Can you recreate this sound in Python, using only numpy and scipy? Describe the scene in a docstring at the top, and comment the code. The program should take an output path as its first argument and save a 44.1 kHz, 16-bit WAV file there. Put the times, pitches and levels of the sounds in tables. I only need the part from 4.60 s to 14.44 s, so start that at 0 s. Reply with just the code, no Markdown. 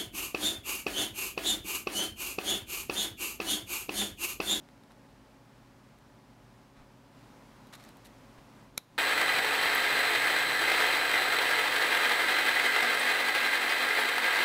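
"""Drill press tapping

A quiet workshop hums; the quill is eased down with faint ticks and scrapes, and a switch snaps. Then the scene
changes to the press at full speed: its inverter-fed motor whines, and belts, pulleys and a tapping head rattle
densely, ringing the iron frame and the head's steel shell. As the tap bites, the belt slaps harder, the shell
rings louder and the spindle groans once a turn."""
import sys
import numpy as np
from scipy import signal
from scipy.fft import rfft, irfft
from scipy.io import wavfile
from scipy.ndimage import uniform_filter1d

SR = 44100
rng = np.random.default_rng(int(sys.argv[2]) if len(sys.argv) > 2 else 0)


def int16_out(signal):
    """Quantize to a 16-bit WAV file."""
    q = np.round(np.clip(np.atleast_2d(signal).T, -1, 1) * 32767)
    wavfile.write(sys.argv[1], SR, q.astype(np.int16))


N = 433944

START_S, SUPPLY_HZ = 4.379, 47.95  # the motor shaft turns at the supply rate
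BITE_S, BITE_LENGTH_S = 7.08, 0.46
DESCENT_S, DESCENT_LENGTH_S = 6.2, 3

# rattle force (time [s], level [dB])
RATTLE_LEVEL = [(4.4, -26.5), (4.9, -28), (5.35, -26.7), (5.65, -27), (5.88, -29), (6.23, -25),
                (6.45, -27.5), (6.85, -27), (7.5, -26.5), (8.1, -27), (8.9, -28), (9.35, -28),
                (9.55, -29.5), (9.82, -26.5)]
# shaft pressure on the rattle (multiple of shaft rate, depth [0-1])
SHAFT_HARMONICS = [(1, 0.1), (2, 0.05), (3, 0.02), (4, 0), (6, 0)]
# backlash knocks (time [s], level [dB], t60 [s])
BACKLASH_KNOCKS = [(4.613, -21.5, 0.068), (4.786, -24, .07), (5.028, -25.5, 0.11), (5.549, -22, 0.054),
                   (5.672, -21.5, .04), (6.117, -20.5, .04), (6.204, -21.5, .05), (6.54, -25, .08),
                   (6.787, -22, 0.048), (7.965, -32, 0.045), (8.06, -23, 0.067), (8.162, -23.5, 0.044),
                   (8.75, -20.5, 0.04), (9.384, -25.5, 0.088), (9.487, -24, .04), (9.581, -17.5, 0.023)]
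# frame, table and belt guard (frequency [Hz], width [Hz], gain [dB])
FRAME_MODES = [(339, 38, -19), (431.7, 9.4, -12), (484, 23, -13.5), (534, 51, -15.5), (614, 17, -16.5),
               (705, 42, -12.5), (763, 13.3, -9.5), (805, 10, -30), (840, 37, -13.5), (897, 36, -13),
               (946, 10, -12), (1000, 20, -12.5), (1097, 35, -13.5), (1170, 12, -15), (1205, 24, -11.5),
               (1233, 5.6, -6.5), (1284, 36, -11.5), (1310, 19, -12.5), (1351, 5.7, -7.5), (1387, 18, -9),
               (1465, 32, -13), (1500, 23, -10.5)]
# tapping head and pulleys (frequency [Hz], width [Hz], gain [dB])
HEAD_MODES = [(1579, 25, -3.9), (1625, 13, -2.4), (1666, 26, -7.7), (1755, 68, -7.7), (1850, 39, -9.1),
              (1895, 24, -8.7), (1963, 10, -1.9), (2001, 45, -5.2), (2090, 52, -5.3), (2224, 50, -11.4),
              (2404, 40, -10.8), (2492, 23, -9.0), (2549, 30, -10.6), (2656, 16, -12.5), (2792, 150, -16.3),
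              (3003, 35, -18.0), (3130, 86, -12.3), (3256, 80, -17.9), (3359, 59, -18.1), (3511, 55, -16.8),
              (3641, 74, -16.2), (3760, 17, -17.5), (3875, 23, -14.5), (3967, 66, -17.6), (4060, 23, -11.8),
              (4493, 17, -20.4), (4623, 150, -23.5), (4857, 42, -23.9), (5138, 40, -26.5),
              (5448, 51, -27.2)]
# bearings and chuck (frequency [Hz], width [Hz], gain [dB])
BEARING_MODES = [(6320, 90, -38), (7600, 100, -30), (8060, 90, -29.5), (8940, 410, -31), (9930, 170, -29.5),
                 (10400, 180, -31.5), (11850, 270, -37), (13600, 250, -37), (14130, 330, -29.5),
                 (14700, 150, -36), (15250, 350, -33)]
# floor of weak modes between these (frequency [Hz], gain [dB])
PRESS_COLOUR = [(25, -45), (95, -49), (170, -38.5), (295, -30.5), (370, -21), (700, -22), (1500, -20),
                (2300, -18.5), (3200, -28.5), (4200, -21.5), (5000, -32), (8800, -36.5), (12800, -39.5),
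                (15600, -44)]
# head's steel shell (frequency [Hz], width [Hz])
SHELL_MODES = [(1605, 72), (2040, 86)]
# column rumble (frequency [Hz], gain [dB])
COLUMN_COLOUR = [(25, -14), (70, -14), (105, 5), (190, 1.5), (260, -0.5), (600, -58)]
# magnetic whine (multiple of carrier, offset [multiples of supply rate], relative level [dB])
WHINE_LINES = [(1, -7, -57), (1, -3, -52), (1, -1, -48), (1, 1, -56), (1, 3, -53), (2, -10, -67),
               (2, -8, -63), (2, -7, -69), (2, -6, -56), (2, -5, -64), (2, -4, -56), (2, -3, -65),
               (2, -2, -63), (2, -1, -71), (2, 0, -64), (2, 2, -64), (2, 4, -68), (3, -11, -71),
               (3, -9, -64), (3, -7, -70), (3, -5, -65), (3, -1, -65), (3, 1, -67), (3, 3, -70)]
# motor and belt hum (frequency [Hz], relative level [dB])
MOTOR_HUM = [(143.8, -66), (192, -70), (285.3, -53.5), (430.7, -56), (764.4, -54.5)]
# steel workpiece grating (time [s], frequency [Hz], width [Hz], level [dB], t60 [s])
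WORKPIECE_TOUCHES = [(5.148, 12250, 500, -39, 0.093), (5.148, 13450, 300, -46, .1),
                     (8.228, 5000, 500, -34.5, .06), (8.346, 10750, 450, -47.5, .2),
                     (8.396, 8750, 600, -36, 0.073), (9.093, 4900, 450, -37, .12),
                     (9.398, 10700, 400, -42, .15)]
# switch housing (frequency [Hz], width [Hz], gain [dB])
SWITCH_MODES = [(200, 110, -1), (520, 200, -9), (1370, 120, -7), (2290, 260, -3.5), (3300, 400, -5.5),
                (3900, 340, 2.5), (5450, 500, -7.5), (6340, 300, -10), (7300, 500, -11), (10450, 920, -7.5),
                (12300, 550, -10), (13300, 810, -11)]
# feed handle (time [s], level [dB], tilt [dB/octave])
HANDLE_TICKS = [(.088, -50, -4), (.177, -55, -3.5), (.236, -57, 0), (.319, -53.5, -.5), (1.386, -59, 1),
                (3.07, -55, 2), (3.153, -46, 4), (3.239, -51, 5), (3.25, -52, 3), (3.29, -50, 3),
                (3.37, -54, 4)]
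# quill in its sleeve (centre [s], half length [s], level [dB], tilt [dB/octave])
QUILL_SCRAPES = [(0.309, .006, -60, -4.5), (2.198, .04, -60.5, -5.5), (3.143, 0.015, -49.5, -1),
                 (3.234, 0.06, -59, -2), (3.461, 0.012, -55, 2), (3.785, .008, -58, -5.5)]
# ticks and scrapes (frequency [Hz], gain [dB])
FEED_COLOUR = [(100, -39), (700, 0), (1500, 2), (2300, 1), (3300, -3), (3950, 5), (4700, -4), (9000, -7.5),
               (13000, -8), (16000, -21)]
# background air (frequency [Hz], gain [dB])
AIR_COLOUR = [(15, -43), (25, -21.5), (44, -11), (75, -18.5), (119, -9), (188, -12.5), (204, -10.5),
              (267, -10), (349, -17.5), (378, -18), (523, -18), (567, -18), (1020, -19), (1340, -23),
              (3400, -32), (5000, -34), (6500, -37.5), (15500, -46.5)]
# air swell and dip (start [s], end [s], change above the bass [dB], bass change [dB])
AIR_SWELLS = [(2.55, 4.06, 3.5, 1.5), (4.19, 4.3, -3, -8)]
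# mains and fans (frequency [Hz], relative level [dB])
MAINS_FAN_HUM = [(50, -72.5), (120, -66), (153, -71.5), (219, -69), (257, -71.5), (274, -68.5), (377, -74),
                 (555, -74.5), (614, -80), (856, -76), (990, -77.5)]


def rattle(impacts_per_s=9000, scatter_db=1.5, hiss=0.81, flutter_db=0.74):
    """Loose splines and gears chatter in step with shaft and belt, ringing the whole machine."""
    hits = rng.random(N) < impacts_per_s / SR
    impacts = hits * rng.standard_normal(N) * undb(scatter_db * rng.standard_normal(N))
    force = unit(unit(impacts) + hiss * rng.standard_normal(N))
    level_db = np.interp(clock(), *np.transpose(RATTLE_LEVEL)) + flutter_db * walk(70)
    force = force * contact_pressure() * undb(level_db)
    for time_s, db, t60_s in BACKLASH_KNOCKS:
        add(force, time_s, undb(db) * burst(t60_s))
    return ring(force, response(PRESS_COLOUR, FRAME_MODES + HEAD_MODES + BEARING_MODES))


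def contact_pressure(shaft_peak_s=4.431, belt_hz=11.25, slap_s=9.037, idle_depth=0.035, load_depth=0.13):
    """The shaft presses the loose contacts every turn; the belt slaps once a lap, harder under load."""
    t, bite = clock(), ramp(BITE_S, BITE_LENGTH_S)
    shaft_phase = 2 * np.pi * SUPPLY_HZ * (t - shaft_peak_s)
    shaft = sum(depth * np.cos(k * shaft_phase) for k, depth in SHAFT_HARMONICS)
    belt_depth = idle_depth * (1 - bite) + load_depth * bite
    return 1 + shaft + belt_depth * np.cos(2 * np.pi * belt_hz * (t - slap_s))


def head_shell(vibration, idle_db=-0.5, bite_gain_db=2, jangle_db=1.0):
    """Pass vibration through the shell: its two tones jangle unevenly and grow as the tap bites."""
    shell = sum(signal.lfilter(*signal.iirpeak(hz, hz / width_hz, fs=SR), vibration)
                for hz, width_hz in SHELL_MODES)
    gain_db = idle_db + bite_gain_db * ramp(BITE_S, BITE_LENGTH_S) + jangle_db * walk(25)
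    return vibration + (undb(gain_db) - 1) * shell


def column_rumble(level_db=-59.5, deep_gain_db=-9.5):
    """The column rumbles, less as the tap descends."""
    rumble = ring(rng.standard_normal(N), response(COLUMN_COLOUR))
    return rumble * undb(level_db + deep_gain_db * ramp(DESCENT_S, DESCENT_LENGTH_S))


def motor(carrier_hz=4096.5, thrum_db=-63.5):
    """Inverter whine, rotor thrum and hum, all easing as the tap descends."""
    deep = ramp(DESCENT_S, DESCENT_LENGTH_S)
    # pulse-width modulation puts sidebands around each carrier multiple
    lines = [(k * carrier_hz + offset * SUPPLY_HZ, db) for k, offset, db in WHINE_LINES]
    whine = undb(1.5 - 5 * deep) * tones(lines, waver_db=1.5, drift_rad=0.18)
    thrum = tones([(SUPPLY_HZ, thrum_db - 8 * deep)], waver_db=-0.5, drift_rad=0.15)
    hum = undb(0.5 - 3 * deep) * tones(MOTOR_HUM, waver_db=0, drift_rad=0.74)
    return whine + thrum + hum


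def spindle_groan(turn_hz=5.17, groan_hz=239, peak_s=9.04, idle_db=-59, bite_gain_db=7):
    """The spindle groans once a turn, louder when the tap bites."""
    swell = np.cos(np.pi * turn_hz * (clock() - peak_s)) ** 2
    level_db = idle_db + bite_gain_db * ramp(BITE_S, BITE_LENGTH_S)
    return swell * tones([(groan_hz, level_db)], waver_db=1.5, drift_rad=0.92)


def workpiece(crack_gain_db=1, crack_t60_s=0.015, bump_s=8.346, bump_db=-51):
    """Raspy steel-on-steel touches, each opening with a bright crack; one soft bump on the table."""
    out, floor = np.zeros(N), [(30, -60), (16000, -80)]
    for time_s, hz, width_hz, db, t60_s in WORKPIECE_TOUCHES:
        rasp = signal.fftconvolve(burst(t60_s), response(floor, [(hz, width_hz, 0)], size=2048))
        crack = signal.fftconvolve(burst(crack_t60_s), response(floor, [(hz, hz, 0)], size=2048))
        add(out, time_s, undb(db) * (rasp + undb(crack_gain_db) * crack))
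    bump = signal.fftconvolve(burst(t60_s=0.31), response(floor, [(190, 53, 0)]))
    add(out, bump_s, undb(bump_db) * bump)
    return out


def switch(snap_s=4.1783, slide_db=-30, snap_db=-6.5, chatter_db=-22.5, shiver_db=-44, room_db=-61):
    """The toggle slides, snaps over and chatters; its housing shivers and the room answers faintly."""
    force = np.zeros(N)
    slide = burst(t60_s=0.009, size=512)[::-1]
    add(force, snap_s - len(slide) / SR, undb(slide_db) * slide)
    add(force, snap_s, undb([snap_db]))
    for db, t60_s in (chatter_db, 0.006), (shiver_db, 0.049), (room_db, 0.33):
        add(force, snap_s, undb(db) * burst(t60_s))
    colour = [(30, -42), (1000, -15), (9000, -18), (14000, -21), (16000, -36)]
    return ring(force, response(colour, SWITCH_MODES, size=2048))


def feed(tick_t60_s=0.013):
    """The handle ticks and the quill slides with a grainy scrape."""
    out, t = np.zeros(N), clock()
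    for time_s, db, tilt in HANDLE_TICKS:
        handle = response(FEED_COLOUR, tilt_db_per_oct=tilt, size=512)
        add(out, time_s, undb(db) * signal.fftconvolve(burst(tick_t60_s), handle))
    for centre_s, half_s, db, tilt in QUILL_SCRAPES:
        grains = unit(rng.standard_normal(N) * undb(3 * walk(700)))
        envelope = undb(db) * np.exp(-((t - centre_s) / half_s) ** 4 / 2)
        out += ring(grains * envelope, response(FEED_COLOUR, tilt_db_per_oct=tilt, size=512))
    return out


def workshop(air_db=-59.3, edge_s=0.08):
    """Background air with mains and fan hum; the level swells, then dips briefly."""
    upper_db, bass_db = 0, 0
    for start_s, end_s, upper_step_db, bass_step_db in AIR_SWELLS:
        held = ramp(start_s - edge_s / 2, edge_s) - ramp(end_s - edge_s / 2, edge_s)
        upper_db += upper_step_db * held
        bass_db += bass_step_db * held
    air = ring(rng.standard_normal(N), response(AIR_COLOUR)) * undb(air_db + bass_db + 0.37 * walk(12))
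    air = shelf(air, edge_hz=230, gain_db=upper_db - bass_db)
    air = shelf(air, edge_hz=1400, gain_db=0.5)
    hum = tones(MAINS_FAN_HUM, waver_db=1.3, drift_rad=1.94) * undb(bass_db - 0.5)
    return air + hum


def response(colour, modes=(), tilt_db_per_oct=0, size=16384):
    """Unit-energy impulse response from colour (Hz, dB) and modes (Hz, width Hz, dB)."""
    hz = np.maximum(np.arange(size // 2 + 1) * SR / size, 1)
    colour_hz, colour_db = np.transpose(colour)
    power = undb(np.interp(np.log(hz), np.log(colour_hz), colour_db)) ** 2
    for centre_hz, width_hz, peak_db in modes:
        power += (undb(peak_db) / (1 + ((hz - centre_hz) / (0.777 * width_hz)) ** 2)) ** 2
    magnitude = np.sqrt(power) * undb(tilt_db_per_oct * np.log2(hz))
    # fold the cepstrum for minimum phase
    cepstrum = irfft(np.log(magnitude))
    cepstrum[1:size // 2] *= 2
    cepstrum[size // 2 + 1:] = 0
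    impulse = irfft(np.exp(rfft(cepstrum)))
    return impulse / np.sqrt(np.sum(impulse ** 2))


def ring(force, impulse):
    """Play a force through an impulse response."""
    return signal.oaconvolve(force, impulse)[:N]


def tones(lines, waver_db, drift_rad):
    """Independent sines (Hz, rms dB) wavering in level and phase."""
    out, t = np.zeros(N), clock()
    for hz, db in lines:
        amplitude = np.sqrt(2) * undb(db + waver_db * walk(5))
        phase = 2 * np.pi * (hz * t + rng.random()) + drift_rad * walk(3.01)
        out += amplitude * np.sin(phase)
    return out


def burst(t60_s, size=16384):
    """Exponentially decaying noise."""
    return rng.standard_normal(size) * np.exp(-np.log(1000) * np.arange(size) / (SR * t60_s))


def walk(rate_hz):
    """Smooth random drift, spread near 1."""
    hold = max(int(SR / rate_hz), 1)
    steps = np.repeat(rng.standard_normal(N // hold + 1), hold)
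    return 1.3 * uniform_filter1d(uniform_filter1d(steps, hold), hold)[:N]


def shelf(x, edge_hz, gain_db):
    """High shelf."""
    top = signal.sosfiltfilt(signal.butter(2, edge_hz, "high", fs=SR, output="sos"), x)
    return x + (undb(gain_db) - 1) * top


def add(out, time_s, x):
    """Mix x into out at a time."""
    i = min(max(int(time_s * SR), 0), N)
    out[i:i + len(x)] += x[:N - i]


def ramp(start_s, length_s):
    """Linear rise from 0 to 1."""
    return np.clip((clock() - start_s) / length_s, 0, 1)


def clock():
    """Sample times [s]."""
    return np.arange(N) / SR


def undb(db):
    """Decibels to gain."""
    return 10 ** (np.asarray(db) / 20)


def unit(x):
    """Scale to rms 1."""
    return x / np.sqrt(np.mean(x ** 2))


def scene():
    """The scene changes at once from the quiet shop to the running press."""
    running = ramp(START_S, length_s=0.0011)
    press = head_shell(rattle()) + column_rumble() + motor() + spindle_groan() + workpiece()
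    return (running * press + (1 - running) * workshop() + feed() + switch())[None]


def record(dry):
    """Steep low-pass at 15.72 kHz."""
    return signal.sosfilt(signal.ellip(12, 0.1, 80, 15720, fs=SR, output="sos"), dry)


dry = scene()
out = record(dry)
int16_out(out)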